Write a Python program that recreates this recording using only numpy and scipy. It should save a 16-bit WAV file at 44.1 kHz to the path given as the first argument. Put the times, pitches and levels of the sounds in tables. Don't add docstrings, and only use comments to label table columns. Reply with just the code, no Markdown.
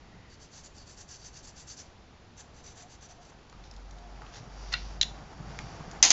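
import sys
import numpy as np
from scipy import signal
from scipy.fft import rfft, irfft, next_fast_len
from scipy.io import wavfile

SR = 44100
rng = np.random.default_rng(int(sys.argv[2]) if len(sys.argv) > 2 else 0)


def materialize(psi):
    bounded = np.clip(np.atleast_2d(psi).T, -1, 1)
    quanta = np.round(bounded * 32767).astype(np.int16)
    wavfile.write(sys.argv[1], SR, quanta)


N = 269876
TIME = np.arange(N) / SR

# hz, relative_db
AIR_SPECTRUM = [(20, -7.5), (55, -0.5), (110, -5.5), (300, -13), (550, -16.5), (800, -16), (1100, -20),
                (2200, -25), (4500, -28), (7500, -35)]
AIR_DB = -54
# start_s, length_s, level_db
HUM_SWELLS = [(3.5, 0.91, -47.5), (4.42, 0.86, -43), (5.31, 0.41, -46.5), (5.74, 0.45, -49.5)]
HUM_HZ, HUM_RISE_HZ_PER_S = 46.2, 2.5
HUM_WAVER_DB, HUM_WAVER_RATE = 1, 10

# time_s, level_db
MOTION = [(0, -63), (.5, -76), (2.2, -68), (2.7, -63), (3.4, -62), (4.2, -54.5), (5.3, -53), (5.7, -48.5),
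          (6.12, -49)]
# start_s, length_s, rumble_level_db
SHIFTS = [(0, .33, -58), (4.35, 0.16, -49.5), (4.62, 0.79, -50.5), (5.25, 0.89, -46)]
# start_s, length_s, level_db
HISS_SWELLS = [(4.48, 0.54, -53), (5.42, 0.43, -58)]
# hz, relative_db
RUMBLE_SPECTRUM = [(40, -8.5), (90, -3), (150, 3.5), (220, -7), (320, -18), (600, -21), (1200, -20.5)]
RUSTLE_SPECTRUM = [(250, -2), (550, -4.5), (780, 2), (1000, -5), (1300, -5.5), (2000, -11.5), (3200, -19),
                   (4200, -24), (7500, -21.5)]
HISS_SPECTRUM = [(2000, -8.5), (4200, -8.5), (4680, 1), (5100, -5), (5600, -1.5), (6400, -8.5), (7500, -16)]
MOTION_RUMBLE_DB, MOTION_HISS_DB = -8.5, -11

# start_s, length_s, level_db
RUBS = [(.0, 0.42, -65)]
RUB_HZ, RUB_WIDTH_HZ = 1930, 290
# start_s, length_s, level_db
FINGER_SLIDES = [(3.622, .07, -61), (4.24, 0.07, -60), (4.317, 0.09, -48.5)]
# start_s, peak_db, centre_hz
TICKS_AND_KNOCK = [(3.497, -44, 5600), (3.527, -42, 1200), (3.639, -44, 3000), (3.7118, -36, 4800),
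                   (3.738, -45, 4200), (3.764, -44, 4500), (3.91, -41.5, 6000), (3.985, -44, 3900),
                   (4.219, -36.5, 1120), (4.265, -41, 2550), (5.5891, -25, 1780), (5.913, -35, 5130)]

# start_s, length_s, effort_db
STROKES = [(.283, 0.091, -13), (.387, .09, -6), (0.501, 0.13, -2), (0.627, 0.059, -2), (0.731, 0.12, -5.5),
           (0.851, 0.11, -2), (0.959, 0.085, 1.5), (1.072, .11, 2), (1.177, 0.086, -6.5), (1.24, 0.058, 3),
           (1.325, 0.094, 0), (1.425, 0.044, 2.5), (1.461, 0.056, 0.5), (1.546, .1, 1), (1.663, 0.091, 4.5),
           (1.762, 0.069, 3.5), (1.825, .06, -14), (2.364, 0.068, 4.5), (2.535, 0.091, -6.5),
           (2.627, 0.11, 1), (2.75, .1, 2.5), (2.878, .095, -2.5), (3.006, 0.071, 0), (3.084, 0.053, -0.5),
           (3.199, 0.092, -8), (3.28, .033, -6)]
# hz, relative_db
PAPER_SPECTRUM = [(300, -5), (800, -6), (1250, -6), (1600, 2.5), (2300, -6.5), (2700, -2), (3200, -3),
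                  (3750, 0), (4500, -1.5), (6000, 1.5), (7500, -9.5)]
# hz, width_hz, first_grip_db, second_grip_db
NIB_MODES = [(5240, 310, -4.5, -23), (5750, 590, -4, -28), (5970, 270, -4, -0.5), (6240, 330, 0.5, -3),
             (6730, 340, -4, -10), (7430, 820, 0, -2.5)]
BARREL_HZ, BARREL_WIDTH_HZ = 4610, 360
REGRIP_S = 2.1
NIB_DB = -53
RASP_DB, BARREL_DB = (-57, -56.5), (-58.5, -65)
RASP_GROWTH, BARREL_GROWTH = 0.7, 0.39
BARREL_DB_PER_S, STROKE_S = 47, 0.094

# start_s, length_s, level_db
HOLLOW_SWELLS = [(2.764, 0.12, -58.5), (3.054, 0.093, -58.5), (3.162, 0.068, -56.5), (3.9, 0.27, -58.5),
                 (4.4, 0.13, -59.5), (4.934, 0.23, -59)]
HOLLOW_HZ, HOLLOW_WIDTH_HZ = 712, 50

# start_s, length_s, level_db
CAP_SCRAPES = [(4.719, 0.025, -33.5)]
# start_s, peak_db
SEATS = [(4.7375, -18), (4.7389, -13)]
# hz, relative_db, t60_s
SEAT_MODES = [(980, -22, 0.045), (1304, -12.5, 0.021), (1473, -11, 0.044), (1956, -3, 0.037),
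              (1940, -5, 0.015), (2560, -8.5, 0.019), (2780, -8.5, 0.049), (3700, -8.5, 0.02),
              (3910, -9, 0.018), (4200, -0.5, 0.018), (5100, -10, 0.015), (5490, -15, 0.013),
              (6600, -30, .014)]
# start_s, peak_db, pitch_factor
SNAPS = [(5.0128, -5.5, 0.95), (5.0253, -18.5, 0.98), (5.0300, -14.5, 0.848)]
# hz, relative_db, t60_s
SNAP_MODES = [(1870, -17.5, 0.01), (2340, -16, 0.015), (2910, -22, 0.0098), (3280, -9.5, 0.014),
              (4114, -2, 0.019), (4340, -5, 0.014), (4790, -12.5, 0.011), (5890, -9, 0.01),
              (6300, -9.5, 0.011), (7290, -13.5, 0.022)]
# hz, relative_db
CAP_CRACK = [(400, -31), (1500, -15), (3500, 8), (7500, 1)]
CAP_WASH = [(600, -19), (1400, -3.5), (2200, 0), (3200, -4.5), (3900, 2.5), (4700, -8), (7300, -20)]

# start_s, peak_db, pitch_factor
CLACKS = [(6.027, 4, 1.0), (6.1044, 2, 1.02)]
# hz, relative_db, t60_s
CLACK_MODES = [(1060, -33, 0.016), (2050, -9, 0.013), (2830, -13, 0.017), (3700, -18, 0.0113),
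               (4390, -7, 0.016), (5030, 1, 0.0062), (6190, 9, 0.0083), (6520, -3.5, 0.012),
               (7010, -3, 0.014)]
# hz, relative_db
CLACK_CRACK = [(100, -25.5), (280, -13.5), (480, -18), (800, -2), (1300, -10.5), (2100, -5), (3500, -2),
               (5000, 1), (5800, -2.5), (6450, 5), (7300, -1)]
# delay_s, relative_db
ECHOES = [(.009, -13), (.0108, -16.5), (0.012, -13), (0.02, -17), (.0235, -13.5), (0.0337, -20.5)]
WASH_DB, WASH_T60_S = -19.5, 0.32

# hz, relative_db
ROOM_SPECTRUM = [(200, -16), (800, 12.5), (1500, -1.5), (3000, -1), (5000, -1), (7500, 1)]
ROOM_T60_S = 0.27
# hz, gain_db
TREBLE = [(7100, 0), (7450, -8), (7800, -15)]
TOP_HZ = 7850
OVERLOAD = .6


def undb(db):
    return 10 ** (np.asarray(db) / 20)


def unit(x):
    return x / np.sqrt(np.mean(x ** 2))


def curves(table):
    s, *columns = np.transpose(table)
    return [np.interp(TIME, s, column) for column in columns]


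def colour(x, spectrum):
    hz, db = np.transpose(spectrum)
    size = next_fast_len(len(x))
    f = np.fft.rfftfreq(size, 1 / SR)
    gain = undb(np.interp(np.log(f + 1), np.log(hz), db))
    return irfft(rfft(x, size) * gain, size)[:len(x)]


def resonate(x, hz, width_hz):
    b, a = signal.iirpeak(hz, hz / min(width_hz, SR / 4), fs=SR)
    return signal.lfilter(b, a, x)


def walk(rate):
    count = int(N / SR * rate) + 2
    return np.interp(TIME * rate, np.arange(count), rng.standard_normal(count))


def grains(rate, spread_db):
    hit = rng.random(N) < rate / SR
    size = rng.standard_normal(N) * undb(spread_db * rng.standard_normal(N))
    return hit * size


def add(track, s, sound):
    i = int(s * SR)
    track[i:i + len(sound)] += sound[:max(N - i, 0)]


def swells(table, shape=1):
    out = np.zeros(N)
    for s, length, db in table:
        arc = np.sin(np.linspace(0, np.pi, int(length * SR))).clip(0) ** shape
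        add(out, s, undb(db) * arc)
    return out


def grip(first_db, second_db):
    return np.where(TIME < REGRIP_S, undb(first_db), undb(second_db))


def ring(modes, pitch, crack, crack_db, crack_s):
    t = TIME[:SR // 16]
    body = np.zeros(len(t))
    for k, (hz, db, t60) in enumerate(modes):
        body += (-1) ** k * undb(db - 60 * t / t60) * np.sin(2 * np.pi * hz * pitch * t)
    noise = unit(colour(rng.standard_normal(len(t)), crack + [(9000, -37)]))
    return body / np.abs(body).max() + undb(crack_db) * noise * np.exp(-t / crack_s)


def wash(spectrum, t60):
    t = TIME[:SR // 3]
    noise = unit(colour(rng.standard_normal(len(t)), spectrum + [(9000, -34)]))
    return noise * undb(-60 * t / t60) * np.clip(t / 0.0029, 0, 1)


def reverb(x, wet_db):
    t = TIME[:SR // 2]
    noise = colour(rng.standard_normal(len(t)), ROOM_SPECTRUM)
    tail = noise * undb(-60 * t / ROOM_T60_S) * np.clip(t / 0.0022, 0, 1)
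    tail = tail / np.sqrt(np.sum(tail ** 2))
    return undb(wet_db) * signal.fftconvolve(x, tail)[:N]


def background():
    hz = HUM_HZ + HUM_RISE_HZ_PER_S * (TIME - HUM_SWELLS[0][0])
    tone = np.sqrt(2) * np.sin(2 * np.pi * np.cumsum(hz) / SR)
    waver = undb(HUM_WAVER_DB * walk(HUM_WAVER_RATE))
    hum = tone * swells(HUM_SWELLS, shape=0.61) * waver
    air = unit(colour(rng.standard_normal(N), AIR_SPECTRUM + [(9000, -72)]))
    return hum + air * undb(AIR_DB + 0.41 * walk(4.37))


def arms():
    motion = undb(curves(MOTION)[0])
    rumble = unit(colour(grains(rate=410, spread_db=3.5), RUMBLE_SPECTRUM + [(4000, -83)]))
    rustle = unit(colour(grains(rate=7400, spread_db=0.0), RUSTLE_SPECTRUM + [(9000, -58.5)]))
    hiss = unit(colour(rng.standard_normal(N), HISS_SPECTRUM + [(9000, -47)]))
    rumble_level = np.hypot(motion * undb(MOTION_RUMBLE_DB), swells(SHIFTS))
    hiss_level = np.hypot(motion * undb(MOTION_HISS_DB), swells(HISS_SWELLS))
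    flicker = undb(1.5 * walk(25))
    return rustle * motion * flicker + rumble * rumble_level + hiss * hiss_level


def slides_and_ticks():
    slips = grains(rate=5400, spread_db=-1.0)
    out = unit(colour(slips, PAPER_SPECTRUM + [(9000, -47)])) * swells(FINGER_SLIDES)
    out += unit(resonate(slips, RUB_HZ, RUB_WIDTH_HZ)) * swells(RUBS)
    t = TIME[:SR // 30]
    for s, db, hz in TICKS_AND_KNOCK:
        burst = rng.standard_normal(len(t)) * np.exp(-t / 0.002)
        tap = resonate(burst, hz, 0.42 * hz)
        add(out, s, undb(db) * tap / np.abs(tap).max())
    return out + reverb(out, wet_db=-5.0)


def marker():
    slips = grains(rate=9000, spread_db=0.0)
    flutter = undb(2.3 * walk(170))

    def rung(hz, width_hz):
        own = np.roll(slips, rng.integers(N)) * flutter
        twice = resonate(resonate(own, hz, width_hz), hz, width_hz)
        return twice * undb(2.2 * walk(20))

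    def drive(growth, db_per_s=0):
        arcs = []
        for s, length, effort in STROKES:
            arcs.append((s, length, growth * effort + db_per_s * (length - STROKE_S)))
        return swells(arcs, shape=0.92)

    nib = unit(sum(rung(hz, width) * grip(first, second) for hz, width, first, second in NIB_MODES))
    barrel = unit(rung(BARREL_HZ, BARREL_WIDTH_HZ))
    sheet = unit(colour(slips * flutter, PAPER_SPECTRUM + [(9000, -40)]))
    strokes = undb(NIB_DB) * nib * drive(1)
    strokes += grip(*RASP_DB) * sheet * drive(RASP_GROWTH)
    strokes += grip(*BARREL_DB) * barrel * drive(BARREL_GROWTH, BARREL_DB_PER_S)
    return strokes + reverb(strokes, wet_db=-8.5)


def hollow():
    tone = rng.standard_normal(N)
    for _ in range(2):
        tone = resonate(tone, HOLLOW_HZ, HOLLOW_WIDTH_HZ)
    return unit(tone) * swells(HOLLOW_SWELLS)


def cap():
    slips = grains(rate=6600, spread_db=2.0)
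    scrape = unit(sum(undb(db) * resonate(slips, hz, 350) for hz, db, _ in SEAT_MODES))
    out = scrape * swells(CAP_SCRAPES)
    room = np.zeros(N)
    for s, db in SEATS:
        blow = ring(SEAT_MODES, 0.99, CAP_CRACK, crack_db=-30, crack_s=.0035)
        add(out, s, undb(db) * blow)
        add(room, s, undb(db - 27.5) * wash(CAP_WASH, 0.28))
    for s, db, pitch in SNAPS:
        blow = ring(SNAP_MODES, pitch, CAP_CRACK, crack_db=-12.0, crack_s=0.0029)
        add(out, s, undb(db) * blow)
        add(room, s, undb(db - 35.0) * wash(CAP_WASH, 0.17))
    return out + room + reverb(out, wet_db=-12)


def clacks():
    out = np.zeros(N)
    for s, db, pitch in CLACKS:
        for delay, echo_db in [(0, 0)] + ECHOES:
            blow = ring(CLACK_MODES, pitch, CLACK_CRACK, crack_db=-8.5, crack_s=0.0018)
            add(out, s + delay, undb(db + echo_db) * blow)
        add(out, s, undb(db + WASH_DB) * wash(CLACK_CRACK, WASH_T60_S))
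    return out


def scene():
    mix = background() + arms() + slides_and_ticks() + marker() + hollow() + cap() + clacks()
    return mix[None]


def record(dry):
    rounded = OVERLOAD * np.tanh(dry[0] / OVERLOAD)
    padded = np.pad(rounded, (0, SR // 4))
    dulled = colour(padded, TREBLE)[None, :N]
    lowpass = signal.ellip(11, .2, 95, TOP_HZ, fs=SR, output="sos")
    return signal.sosfilt(lowpass, dulled)


dry = scene()
out = record(dry)
materialize(out)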